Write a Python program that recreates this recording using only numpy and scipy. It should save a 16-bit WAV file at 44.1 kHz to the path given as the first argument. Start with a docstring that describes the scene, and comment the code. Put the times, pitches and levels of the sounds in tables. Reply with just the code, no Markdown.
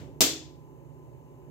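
"""One sharp click: a plastic marker snaps close to a wooden floor in a small living room.
Floor and walls throw the click back, the plastic barrel rings high and thin, the floor and room
ring low, and the reverberation dies away. Just before the click, the faint room tail of an earlier
sound fades and an arm shuffles softly; the arm stirs once more at the end.
A faint hum and a low rush of air go on throughout."""
import sys
import numpy as np
from scipy import signal
from scipy.fft import rfft, irfft, next_fast_len
from scipy.io import wavfile
from scipy.ndimage import map_coordinates

SR = 44100
rng = np.random.default_rng(int(sys.argv[2]) if len(sys.argv) > 2 else 0)


def master_out(mix):
    """Clip the mix to full scale and print it as 16-bit PCM to the path in sys.argv[1]."""
    frames = np.transpose(np.atleast_2d(mix))
    ceiling = np.clip(frames, -1, 1)
    pcm = np.round(ceiling * 32767).astype(np.int16)
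    wavfile.write(sys.argv[1], SR, pcm)


N = 66150
CLICK_S = 0.2073
EARS = np.array([[.5], [-.5]])  # splits a left-over-right amount between the ears

# Tone of the direct snap: freq_hz, relative_db
SNAP_EQ = [(60, -8), (300, 1.5), (1000, 4.5), (2000, -4), (4000, -1), (7000, 5.5), (10000, -5),
           (15500, -2.5)]

def snap():
    """The marker's click, straight to the ears: a hard, bright transient."""
    return amp(6.5) * crack(CLICK_S, lambda hz: along(SNAP_EQ, hz), t60_s=.008, grit=2)


# Tone the marker sends into the room: freq_hz, relative_db
ROOM_SEND_EQ = [(60, -17.5), (150, -12), (300, 2.5), (650, -3), (850, -9), (1600, -8), (2400, -5.5),
                (3500, 0.5), (5000, 0.5), (7200, 2.5), (8300, -2.5), (9600, -10), (13000, -2.5),
                (16000, -7.5)]
# Early reflections: delay_s, left_db, right_db, treble_shelf_db
REFLECTIONS = [(.0026, 6.5, -4, -9), (.0042, 2.5, -8, -5), (.0077, 2.5, 1.5, 2.5), (.0102, 8, -0.5, -7.5),
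               (.0121, 0.5, -3, -5), (0.0176, -2.5, -1, -4), (0.0201, -3.5, 0, -0.5)]

def reflections():
    """Floor and walls throw the snap back, mostly with a duller top."""
    out = 0
    for delay_s, left_db, right_db, treble_shelf_db in REFLECTIONS:
        def eq(hz):
            treble_db = treble_shelf_db * np.clip((hz - 8100) / 1000, 0, 1)
            bass_db = -4 / (1 + (hz / 1000) ** 2)
            return along(ROOM_SEND_EQ, hz) + treble_db + bass_db
        out += amp([[left_db], [right_db]]) * crack(CLICK_S + delay_s, eq, t60_s=.0078, grit=1.6)
    return out


# Resonances of the plastic barrel: pitch_hz, level_db, t60_s
BARREL_MODES = [(3470, -43.5, 0.26), (3480, -29.5, .4), (4430, -35, .35), (6050, -39.5, .3),
                (6474, -41.5, .4), (6780, -39, .3), (6970, -34.5, 0.4), (7400, -40, 0.28)]

def barrel_ring():
    """The plastic's high resonances linger in the room, shimmering differently at each ear."""
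    t = since(CLICK_S)
    ring = np.zeros((2, N))
    for ear in ring:
        for pitch_hz, level_db, t60_s in BARREL_MODES:
            ear += amp(level_db - 60 * t / t60_s) * np.sin(2 * np.pi * pitch_hz * t + wobble(30))
    return ring * (t > 0)


# Modes of the wooden floor and the room: pitch_hz, left_db, right_db, t60_s
FLOOR_MODES = [(70.15, -47, -44.5, 0.79), (134.6, -45.5, -40, .8), (190.2, -38.5, -27.5, 0.18),
               (268.8, -32.5, -25.5, 0.31), (315.3, -33, -30.5, 0.7), (337, -36.5, -31.5, .3),
               (386, -25, -22, 0.075), (484.7, -38, -37.5, 0.35), (651, -25.5, -25.5, 0.081),
               (960, -28, -27, 0.035), (1179, -36, -34.5, .1), (2109, -35.5, -40.5, .3)]

def floor_ring(attack_s=.00045):
    """The knock sets floor and room ringing, a low body under the click."""
    t = since(CLICK_S)
    ring = 0
    for pitch_hz, left_db, right_db, t60_s in FLOOR_MODES:
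        tone = np.sin(2 * np.pi * pitch_hz * t + .5 * wobble(30))
        ring += amp([[left_db], [right_db]]) * amp(-60 * t / t60_s) * tone
    return ring * (1 - np.exp(-t / attack_s))


# Decay time of the room: freq_hz, t60_s
REVERB_DECAY = [(100, 0.51), (350, 0.47), (900, 0.38), (2500, .41), (5000, .39), (7500, .36), (9500, .27),
                (15000, .25)]
# Stereo balance of the tail: freq_hz, left_over_right_db
REVERB_PAN = [(150, -3), (500, -1.5), (1200, 4), (2500, 6.5), (5000, 3), (8000, -1.5), (13000, -0.5)]
# How alike the ears hear the tail: freq_hz, correlation
REVERB_LIKENESS = [(100, .7), (300, 1), (650, 0.9), (1400, -.05), (5000, 0), (14000, -0.37)]

def reverb_tail(build_s=.004):
    """The diffuse answer of the room; the treble dies first."""
    wash = stereo_noise(ROOM_SEND_EQ, REVERB_LIKENESS, REVERB_PAN)
    hz, frame_s, bands = signal.stft(wash, SR, nperseg=256)
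    decay = amp(-60 * np.maximum(frame_s - CLICK_S, 0) / along(REVERB_DECAY, hz)[:, None])
    tail = signal.istft(bands * decay, SR, nperseg=256)[1][:, :N]
    return amp(-15) * tail * (1 - np.exp(-since(CLICK_S) / build_s))


# Tone of the opening room tail: freq_hz, relative_db
OPENING_TAIL_EQ = [(100, -1), (400, 0), (1200, -8.5), (3200, -9.5), (5000, -16), (7200, -14), (10000, -28),
                   (15000, -23.5)]

def opening_room_tail(t60_s=.4):
    """The room's reverberation from an earlier sound dies away before the click."""
    fade = amp(-51 - 60 * since(0) / t60_s)
    return fade * stereo_noise(OPENING_TAIL_EQ, REVERB_LIKENESS, REVERB_PAN)


# Tone of the arm on the floor: freq_hz, relative_db
SHUFFLE_EQ = [(30, -13), (70, 4), (150, -5), (340, -1.5), (600, -10.5), (1200, -29), (4000, -59.5)]
# Arm moves: peak_s, half_length_s, level_db
ARM_MOVES = [(.05, 0.072, -45.5), (.17, 0.038, -53.5), (1.49, 0.03, -52)]

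def arm_shuffles():
    """The arm shifts on the floor in short, dull swells, spread in stereo like the air."""
    t = since(0)
    swells = sum(amp(db) * np.exp(-((t - peak_s) / half_s) ** 2) for peak_s, half_s, db in ARM_MOVES)
    return swells * stereo_noise(SHUFFLE_EQ, AIR_LIKENESS, AIR_PAN)


# Tones of the hum: pitch_hz, rms_db, left_lead_rad
HUM_TONES = [(123, -58.5, 1.8), (150.7, -55, 1.2), (263.7, -65, 0.61), (356, -67, .9), (387.4, -66, 0.93),
             (464, -74, 0.79), (550, -71.5, 1.7), (901, -78, 2), (872, -74.5, 1.5), (1013, -70, 1.7)]

def hum(waver_db=2.5, right_over_left_db=5.5):
    """Faint tones to the right, each wavering in level and phase."""
    t = since(0)
    tones = 0
    for pitch_hz, rms_db, left_lead_rad in HUM_TONES:
        gain = np.sqrt(2) * amp(rms_db + waver_db * wobble(8))
        tones += gain * np.sin(2 * np.pi * pitch_hz * t + wobble(5.2) + EARS * left_lead_rad)
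    return amp(-EARS * right_over_left_db) * tones


# Tone of the air bed: freq_hz, relative_db
AIR_EQ = [(25, -33), (50, -13), (70, -6.5), (100, -13.5), (135, -0.5), (190, -20.5), (280, -11.5),
          (400, -10), (495, -20), (560, -16), (720, -25.5), (870, -17), (1020, -26), (1400, -42),
          (2200, -41), (2850, -39), (3300, -52), (5000, -50.5), (7200, -42.5), (9700, -53.5), (12500, -45),
          (15500, -49)]
# Stereo balance of the air: freq_hz, left_over_right_db
AIR_PAN = [(40, -1), (130, -9.5), (300, -1.5), (900, 1), (3000, 9.5), (12000, -2)]
# How alike the ears hear the air: freq_hz, correlation (held within -1 to 1 when played)
AIR_LIKENESS = [(60, .8), (130, -0.35), (300, 1), (600, 0.95), (1500, -1.3), (10000, -0.41)]

def air_rush(left_lead_s=.00038):
    """A steady low rush of air that reaches the left ear first."""
    air = stereo_noise(AIR_EQ, AIR_LIKENESS, AIR_PAN)
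    return amp(-50.5) * filtered(air, lambda hz: np.exp(2j * np.pi * hz * EARS * left_lead_s))


def crack(start_s, eq, t60_s, grit):
    """A coloured spike with a brief gritty decay, of energy 1 in each ear."""
    t = since(start_s)
    burst = rng.standard_normal((2, N)) * (t > 0) * amp(-60 * t / t60_s)
    hit = grit * unit(burst) / np.sqrt(N)
    hit[:, round(start_s * SR)] += 1
    hit = filtered(hit, lambda hz: minimum_phase(eq(hz)))
    return -hit / np.linalg.norm(hit, axis=1, keepdims=True)


def stereo_noise(eq, likeness, pan):
    """Noise of rms 1 whose tone, width and balance follow three frequency curves."""
    def mid_side_gains(hz):
        width = np.arccos(np.clip(along(likeness, hz), -1, 1)) / 2
        return amp(along(eq, hz)) * [np.cos(width), np.sin(width)]
    mid, side = filtered(rng.standard_normal((2, N)), mid_side_gains)
    left_right = np.array([mid + side, mid - side])
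    return unit(filtered(left_right, lambda hz: amp(EARS * along(pan, hz))))


def amp(db):
    """Decibels to gain."""
    return 10 ** (np.asarray(db) / 20)


def unit(x):
    """Scale to rms 1."""
    return x / np.sqrt(np.mean(x ** 2) + 1e-20)


def along(curve, hz):
    """Read a (freq_hz, value) curve on a log frequency axis."""
    freqs, values = np.transpose(curve)
    return np.interp(np.log(hz + 1), np.log(freqs + 1), values)


def since(start_s):
    """Seconds since a moment, zero before it."""
    return np.maximum(np.arange(N) / SR - start_s, 0)


def wobble(rate_hz):
    """A smooth curve through rate_hz random points a second."""
    points = rng.standard_normal(int(N * rate_hz / SR) + 4)
    return map_coordinates(points, [np.arange(N) * rate_hz / SR])


def filtered(x, response):
    """Multiply the spectrum of x by response(hz)."""
    size = next_fast_len(N + SR // 2)
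    return irfft(rfft(x, size) * response(np.fft.rfftfreq(size, 1 / SR)), size)[..., :N]


def minimum_phase(db):
    """A response with these gains and no ringing ahead of the transient."""
    cepstrum = irfft(np.log(amp(db)))
    half = len(cepstrum) // 2
    cepstrum[1:half] *= 2
    cepstrum[half + 1:] = 0
    return np.exp(rfft(cepstrum))


def scene():
    """The click and its ring-out, over a fading room tail, arm movement and room tone."""
    click = snap() + reflections() + barrel_ring() + floor_ring() + reverb_tail()
    return click + opening_room_tail() + arm_shuffles() + hum() + air_rush()


def record(dry, low_cut_hz=55, top_hz=15500):
    """The recorder drops the deepest bass and rolls off steeply above its band limit."""
    low_cut = signal.butter(N=4, Wn=low_cut_hz, btype="high", fs=SR, output="sos")
    high_cut = lambda hz: minimum_phase(-100 * np.clip((hz - top_hz) / 2000, 0, 1) ** 2)
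    return filtered(signal.sosfilt(low_cut, dry), high_cut)


dry = scene()
out = record(dry)
master_out(out)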